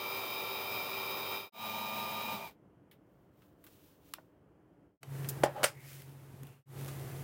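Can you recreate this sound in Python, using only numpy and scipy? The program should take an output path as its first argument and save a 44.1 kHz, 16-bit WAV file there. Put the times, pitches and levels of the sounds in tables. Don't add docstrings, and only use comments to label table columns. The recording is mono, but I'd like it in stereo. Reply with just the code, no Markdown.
import sys
import numpy as np
from scipy import signal
from scipy.fft import rfft, irfft, next_fast_len
from scipy.io import wavfile

SR = 44100
rng = np.random.default_rng(int(sys.argv[2]) if len(sys.argv) > 2 else 0)


def master_out(mix):
    frames = np.transpose(np.atleast_2d(mix))
    ceiling = np.clip(frames, -1, 1)
    pcm = np.round(ceiling * 32767).astype(np.int16)
    wavfile.write(sys.argv[1], SR, pcm)


N = 319098

# (frequency [Hz], relative level [dB])
AIR_COLOUR = [(15, -51), (25, -42), (48, -8.5), (190, -6), (249, -14.5), (285, -2.5), (344, -8.5),
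              (384, -10), (545, -12.5), (754, -18), (1480, -25), (2550, -36), (3160, -35.5), (3620, -47),
              (16000, -51)]
RUSH_COLOUR = [(15, -69.5), (25, -48), (44, -28), (97, -12.5), (134, -7), (195, -21.5), (326, -18),
               (373, -17), (624, -24.5), (863, -25), (988, -27), (2220, -33), (4610, -41), (14400, -39.5),
               (16000, -43)]
SLEEVE_FAR_COLOUR = [(300, -16), (900, 3), (2000, 0), (3100, 4), (5000, -0.5), (9000, -3.5), (12000, -0.5),
                     (15000, 5)]
SLEEVE_NEAR_COLOUR = [(300, -8.5), (900, -7.5), (2000, 4.5), (3500, -1.5), (6000, -1.5), (10000, -2.5),
                      (15000, -1.5)]
CRACK_COLOUR = [(400, -18.5), (1400, 7.5), (2200, 4), (3200, -0.5), (4000, -7.5), (5000, 1), (6500, -6.5),
                (8700, -2.5), (11000, -6), (15500, -11.5)]
RUB_COLOUR = [(300, -21), (480, -8), (590, 5.5), (690, -11.5), (800, 4), (1000, -13), (1250, -9.5),
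              (2000, -22), (3000, -24), (8000, -49)]
GRIND_LOW_COLOUR = [(45, -50.5), (100, -8), (260, -7), (450, -1), (620, -1.5), (1000, 2.5), (1280, 1.5),
                    (1600, -11.5), (2300, -7), (3300, -11), (4500, -13), (7300, -21.5), (11000, -17.5),
                    (15500, -16)]
GRIND_ABOVE_COLOUR = [(45, -47), (100, -7), (210, 0), (290, -8), (650, 1), (940, 3.5), (1300, -6),
                      (1700, -10), (2300, -8), (3300, -9), (4400, -13.5), (7300, -19.5), (11000, -18.5),
                      (15500, -17.5)]
# (frequency [Hz], width [Hz], lift [dB])
GRIND_PEAKS = [(2364, 173, 11), (3895, 200, 4.5), (4950, 87, 5.5), (12580, 160, 13.5), (14600, 400, 5.5),
               (14700, 740, 11.5)]
# (frequency [Hz], likeness [0 to 1])
AIR_STEREO = [(60, 0.27), (130, 1), (290, .78), (640, .4), (1400, 0.082), (7000, .05), (15000, 0.71)]
MOTOR_STEREO = [(60, 1), (300, 1), (700, 0.81), (1300, 0.28), (2400, 0.26), (5000, 0.27), (15000, .7)]
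# (frequency [Hz], decay [s])
ECHO_DECAY = [(150, 0.3), (600, 0.18), (1500, 0.13), (4000, 0.17), (15000, 0.079)]
# (start [s], length [s], level [dB])
SLEEVE_SLIDES = [(3.1, .18, -82), (3.41, 0.047, -71.5), (3.7, 0.2, -64.5), (4.09, 0.013, -62),
                 (5.16, 0.16, -59), (5.59, 0.064, -62), (5.89, 0.077, -51.5), (6.8, 0.14, -54.5),
                 (7.02, 0.25, -57)]
LEVER_SLIDES = [(5.447, 0.021, -34.5), (5.565, 0.091, -40.5)]
# (start [s], length [s], level [dB], pitch [Hz])
SKIN_SQUEAKS = [(5.143, 0.43, -63, 1730), (5.77, 0.089, -62.5, 2120), (6.457, 0.19, -70, 2680)]
# (time [s], level [dB], decay [s], pitch [Hz])
THUDS = [(2.327, -46.5, 0.36, 153), (4.184, -50, 0.061, 840), (5.030, -32.5, 0.071, 593),
         (6.30, -47, 0.077, 111), (6.335, -49, 0.12, 120), (6.426, -46, 0.083, 200)]
# (time [s], dull [dB], middle [dB], bright [dB], top [dB], decay [s])
LIGHT_KNOCKS = [(2.913, -92, -59.5, -83, -57.5, 0.12), (3.42, -62.5, -66, -74, -76, 0.069),
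                (3.64, -61, -62, -66, -51, 0.082), (3.666, -59, -59, -59, -56, 0.077),
                (4.1375, -33.5, -29, -39.5, -25.5, 0.013), (5.031, -30, -26.5, -29.5, -43, 0.022),
                (5.245, -49, -44.5, -57, -66, 0.044), (5.2864, -58.5, -69, -42.5, -45, 0.03),
                (5.288, -55, -55, -33, -29, 0.068), (6.433, -45.5, -57, -47, -46, 0.011),
                (6.469, -69.5, -57, -61, -49, .02), (6.88, -48.5, -50.5, -47, -61, 0.13)]
# (low edge [Hz], high edge before band() caps it [Hz])
KNOCK_BANDS = [(1000, 1610), (1700, 3750), (4500, 14200), (12000, 28000)]
# (time [s], knock [dB], crack [dB], crack decay [s])
SNAP_HITS = [(5.435, -8, -27.5, 0.019), (5.4373, -31.5, -28, 0.066), (5.459, -22, -45, 0.037),
             (5.6318, -21, -22.5, 0.043), (5.6399, -15.5, -21.5, 0.022), (5.6417, -18, -12, 0.0094),
             (5.6438, -32, -25, 0.14)]
# (pitch [Hz], relative level [dB], decay [s])
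SNAP_NOTES = [(270.4, -7.5, 0.013), (410, -12, 0.032), (577, 0, 0.026), (835, -6, 0.049),
              (1250, -4, 0.0059), (1510, -6, 0.026), (1810, -2, 0.015), (2370, -25, 0.0068),
              (3200, -26, 0.017)]
# (time [s], added depth [dB])
HUM_DIPS = [(5.44, 7), (5.639, 7)]
# (pitch [times rotor speed], from low down [dB], from above [dB])
FAST_GEAR_TONES = [(2, -75, -56), (2.21, -75, -59), (6, -63, -58), (8.86, -58, -52), (11.4, -70, -46),
                   (12, -58, -61), (18, -63, -69), (23, -55, -55), (24, -51, -54), (25, -57, -58),
                   (26, -61, -67), (27, -67, -61), (29, -70, -59), (30, -59, -61), (34, -65, -71),
                   (35, -58, -61), (36, -49.5, -50.5), (37, -58, -58), (38, -68, -68), (47, -61, -69),
                   (48, -55, -62), (49, -64, -64), (121, -73, -76), (132, -60, -60), (133, -68, -73),
                   (143, -64, -63), (144, -54, -55), (145, -67, -69), (146, -76, -77), (148, -67, -78)]
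SLOW_GEAR_TONES = [(3.95, -52.5, -65), (4.88, -58, -73), (6, -55.5, -61), (6.62, -71, -56),
                   (8.83, -55, -51), (9.4, -58, -52.5), (11, -60, -62), (12, -56, -57), (14, -60, -78),
                   (23, -66, -64), (24, -47, -52.5), (25, -69, -61), (32, -60, -75), (36, -62, -68),
                   (48, -67, -67), (49, -70, -77)]
# (start [s], speed [turns/s], speed-up [turns/s per s], easiest moment [s], speed swing [share])
FAST_RUN = [(0, 104.42, .2, .16, .004), (1.51, 105.2, .64, 1.622, .0068)]
SLOW_RUN = [(0, 97.9, .49, .97, .0035), (1.51, 99.6, .9, 1.68, .004)]
# (quietest moment [s], fade-out [s], fade-in [s])
BRIEF_FADES = [(1.51, 0.13, 0.14), (4.995, 0.13, 0.16), (6.645, 0.15, 0.135)]

ABOVE_FROM_S, CLOSE_FROM_S = 1.51, 5.0


def from_db(db):
    return 10 ** (np.asarray(db) / 20)


def rms_one(x):
    return x / np.sqrt(np.mean(x ** 2) + 1e-20)


def clock():
    return np.arange(N) / SR


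def at_hz(points, hz):
    points = np.array(points)
    return np.interp(np.log(np.maximum(hz, 1)), np.log(points[:, 0]), points[:, 1])


def drift(rate, size=N):
    r = np.exp(-80 * np.pi * rate / SR)
    slow = signal.lfilter([1], [1, -2 * r, r * r], rng.standard_normal(size // 40 + 2002))[2000:]
    return np.interp(np.arange(size) / 40, np.arange(len(slow)), rms_one(slow))


def coloured(pair, colour, likeness, peaks=()):
    size = next_fast_len(N)
    hz = np.arange(size // 2 + 1) * SR / size
    peaks_db = sum(lift / (1 + (2 * (hz - centre) / width) ** 2) for centre, width, lift in peaks)
    alike = np.clip(at_hz(likeness, hz), -1, 1)
    mid, side = rfft(pair, size) * from_db(at_hz(colour, hz) + peaks_db) * hz / np.hypot(hz, 20)
    stereo = np.sqrt(1 + alike) * mid + np.sqrt(1 - alike) * side * [[1], [-1]]
    return rms_one(irfft(stereo, size)[:, :N])


def noise(colour, likeness=AIR_STEREO):
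    return coloured(rng.standard_normal((2, N)), colour, likeness)


def band(x, low_hz, high_hz):
    edges = [low_hz, min(high_hz, .45 * SR)]
    return signal.sosfilt(signal.butter(2, edges, "band", fs=SR, output="sos"), x)


def blows(times, dbs, t60s):
    out, age = np.zeros(N), np.arange(SR // 4) / SR
    for s, db, t60 in zip(times, dbs, t60s):
        part = out[round(s * SR):][:len(age)]
        part += from_db(db - 60 * age / t60)[:len(part)]
    return out


def strokes(rows, rise_s, fall_s):
    t = clock()
    levels = [db - 20 * np.maximum(np.maximum((start - t) / rise_s, (t - start - length) / fall_s), 0)
              for start, length, db in rows]
    return from_db(np.maximum(np.max(levels, axis=0), -200))


def ring(times, dbs, hz, t60):
    clicks = np.zeros(N)
    clicks[np.round(np.asarray(times) * SR).astype(int)] = from_db(dbs)
    r, w = np.exp(-np.log(1000) / (t60 * SR)), 2 * np.pi * hz / SR
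    return signal.lfilter([0, np.sin(w)], [1, -2 * r * np.cos(w), r * r], clicks + 1e-18)


def panned(x, left_db):
    return x * from_db([[left_db / 2], [-left_db / 2]])


def room(x, echo_db):
    age, edges = np.arange(SR // 2) / SR, np.geomspace(120, 16000, 8)
    tail = sum(band(rng.standard_normal((2, len(age))), low, high)
               * from_db(-60 * age / at_hz(ECHO_DECAY, np.sqrt(low * high)))
               for low, high in zip(edges, edges[1:]))
    tail *= np.clip(age / 0.0024, 0, 1)
    tail /= np.sqrt(np.sum(tail ** 2) / 2)
    return x + from_db(echo_db) * signal.fftconvolve(x, tail, axes=1)[:, :N]


def background(hum_hz=136.9, recovery_db_per_s=5, restored_s=6.64):
    t = clock()
    sunk_db = sum(depth_db * np.clip((t - s) / 0.032, 0, 1) for s, depth_db in HUM_DIPS)
    sunk_db -= recovery_db_per_s * np.maximum(t - HUM_DIPS[0][0], 0)
    dip = from_db(-np.maximum(sunk_db, 0) * (t < restored_s))
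    hum = np.sqrt(2) * np.sin(2 * np.pi * hum_hz * t + 0.11 * drift(21)) * from_db(-44 - 2.1 * drift(12))
    rush = from_db(-46) * noise(RUSH_COLOUR)
    close = panned(hum, left_db=1.6) + panned(rush, left_db=1.0)
    return np.where(t > CLOSE_FROM_S, dip * close, from_db(-63) * noise(AIR_COLOUR))


def sleeves(crackles_per_s=60, crackle_db=-7):
    clicks = (rng.random(N) < crackles_per_s / SR) * np.minimum(rng.exponential(1, N), 3)
    grain = rng.standard_normal(SR // 400) * np.linspace(1, 0, SR // 400) ** 2
    crackles = from_db(crackle_db) * rms_one(signal.fftconvolve(clicks, grain)[:N])
    near = coloured(rng.standard_normal((2, N)) + crackles * [[1], [.5]], SLEEVE_NEAR_COLOUR, AIR_STEREO)
    hiss = np.where(clock() > CLOSE_FROM_S, near, noise(SLEEVE_FAR_COLOUR, MOTOR_STEREO))
    return strokes(SLEEVE_SLIDES, rise_s=.16, fall_s=.18) * from_db(drift(50)) * hiss


def squeaks(width_ratio=1.11):
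    out = np.zeros((2, N))
    for start, length, db, hz in SKIN_SQUEAKS:
        friction = rng.standard_normal(N) + rng.standard_normal((2, N))
        rasp = rms_one(band(friction, hz / width_ratio, hz * width_ratio))
        out += strokes([(start, length, db)], rise_s=.08, fall_s=.1) * rasp
    return out


def soft_bumps():
    white, out = rng.standard_normal(N), np.zeros(N)
    for s, db, t60, hz in THUDS:
        rumble = rms_one(band(white, hz / 2, hz * 2))
        out += band(blows([s], [db], [t60]) * rumble, hz / 2, hz * 2)
    return out


def light_knocks(low_cut_hz=850):
    times, *levels, t60s = np.transpose(LIGHT_KNOCKS)
    bursts = np.zeros((2, N))
    for dbs, (low, high) in zip(levels, KNOCK_BANDS):
        white = rng.standard_normal(N) + 2.1 * rng.standard_normal((2, N))
        bursts += blows(times, dbs, t60s) * rms_one(band(white, low, high))
    bursts = signal.sosfilt(signal.butter(4, low_cut_hz, "high", fs=SR, output="sos"), bursts)
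    return room(panned(bursts, left_db=1.5), echo_db=-15.5)


def switch(late_cycles=0.73, right_delay_s=.00027):
    times, knock_db, crack_db, t60s = np.transpose(SNAP_HITS)
    notes = sum(ring(times + late_cycles / hz, knock_db + db + rng.normal(0, 1, len(times)), hz, t60)
                for hz, db, t60 in SNAP_NOTES)
    notes = band(notes, low_hz=220, high_hz=9000)
    crack = blows(times, crack_db, t60s) * noise(CRACK_COLOUR, likeness=[(300, 0.3), (15000, 0.25)])
    ping = ring(times=[5.646], dbs=[-19.5], hz=8700, t60=.02)
    left, right = panned(notes, left_db=5.0) + panned(crack, left_db=3.0) + panned(ping, left_db=16)
    direct = np.array([left, np.interp(clock() - right_delay_s, clock(), right)])
    snaps = room(direct, echo_db=-17)
    return snaps + strokes(LEVER_SLIDES, rise_s=.03, fall_s=.069) * noise(RUB_COLOUR, MOTOR_STEREO)


def rotor_speed(run, turns_per_screw_turn=20.4):
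    t, speed, ease = clock(), np.zeros(N), np.zeros(N)
    for start_s, turns_per_s, speed_up, easiest_s, swing in run:
        screw_turns = (t - easiest_s) * turns_per_s / turns_per_screw_turn
        ease = np.where(t >= start_s, np.cos(2 * np.pi * screw_turns), ease)
        rising_speed = turns_per_s + speed_up * (t - start_s)
        speed = np.where(t >= start_s, rising_speed * (1 + swing * ease), speed)
    return speed, ease


def gear_whine(tones, turns, ease, running, whine_db, brush_db=5.5, flutter_db=1.8):
    above = clock()[:running] > ABOVE_FROM_S
    whine = np.zeros((2, N))
    for multiple, db_low, db_above in tones:
        apart = min(multiple / 22, 1) * .5 * rng.choice([-1, 1])
        wander, flutter = drift(6.1, size=3 * SR)[:running], drift(19.0, size=3 * SR)[:running]
        angle = 2 * np.pi * (multiple * turns[:running] + rng.random()) + 0.38 * wander
        waver_db = flutter_db * flutter + min(multiple / 36, 1) * ease[:running]
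        level_db = np.where(above, db_above, db_low) + whine_db + brush_db * (multiple > 100) + waver_db
        whine[:, :running] += np.sqrt(2) * from_db(level_db) * np.sin(angle + [[apart], [-apart]])
    return whine


def gear_grind(turns, braking, low_db, above_db, buzz, chop, chops_per_turn=6):
    places = np.linspace(0, 1, 400, endpoint=False)
    bumps = np.array([np.interp(turns, places, side, period=1) for side in rng.standard_normal((2, 400))])
    friction = buzz * rms_one(bumps * braking) + rng.standard_normal((2, N))
    teeth = 1 + chop * np.cos(2 * np.pi * chops_per_turn * turns) + 0.094 * np.cos(2 * np.pi * turns)
    rub = friction * teeth * from_db(drift(28)) * (braking > 0)
    above = from_db(above_db) * coloured(rub, GRIND_ABOVE_COLOUR, MOTOR_STEREO, GRIND_PEAKS)
    low = from_db(low_db) * coloured(rub, GRIND_LOW_COLOUR, MOTOR_STEREO, GRIND_PEAKS)
    return np.where(clock() > ABOVE_FROM_S, above, low)


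def motor(run, tones, stop_s, whine_db, swell_db_per_s, jitter, coast_s=.12, **grind_settings):
    since_stop = np.maximum(clock() - stop_s, 0)
    coasted = since_stop / coast_s
    braking = 1 - np.minimum(coasted, 1) ** 2
    speed, ease = rotor_speed(run)
    turns = np.cumsum(speed * braking * (1 + jitter * drift(35))) / SR
    whine = gear_whine(tones, turns, ease, np.count_nonzero(braking), whine_db)
    grind = gear_grind(turns, braking, **grind_settings)
    swell_db = swell_db_per_s * np.minimum(clock() - ABOVE_FROM_S, 0)
    coast_db = -49 * np.minimum(coasted, 2) ** 2
    return from_db(swell_db + coast_db) * (whine * from_db(-200 * since_stop) + grind)


def desk_motors():
    fast = motor(FAST_RUN, FAST_GEAR_TONES, stop_s=2.348, whine_db=-1.36, swell_db_per_s=0.65,
                 jitter=0.0013, low_db=-47, above_db=-47.5, buzz=0.31, chop=0.16)
    slow = motor(SLOW_RUN, SLOW_GEAR_TONES, stop_s=2.45, whine_db=-0.03, swell_db_per_s=0.2,
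                 jitter=0.00196, low_db=-48, above_db=-51, buzz=0.16, chop=0.3)
    left, right = fast + slow
    return np.array([left + 0.42 * band(left, low_hz=2240, high_hz=9900), 0.88 * right])


def scene():
    return desk_motors() + background() + sleeves() + squeaks() + light_knocks() + soft_bumps() + switch()


def record(dry, low_cut_hz=42, high_cut_hz=15900, gap_s=0.022, fade_power=1.17):
    t = clock()
    sound = signal.sosfilt(signal.butter(3, low_cut_hz, "high", fs=SR, output="sos"), dry)
    for silent_s, out_s, in_s in BRIEF_FADES:
        fade_out = (silent_s - gap_s / 2 - t) / out_s
        fade_in = (t - silent_s - gap_s / 2) / in_s
        sound *= np.clip(np.maximum(fade_out, fade_in), .001, 1) ** fade_power
    return signal.sosfilt(signal.ellip(10, .1, 80, high_cut_hz, fs=SR, output="sos"), sound)


dry = scene()
out = record(dry)
master_out(out)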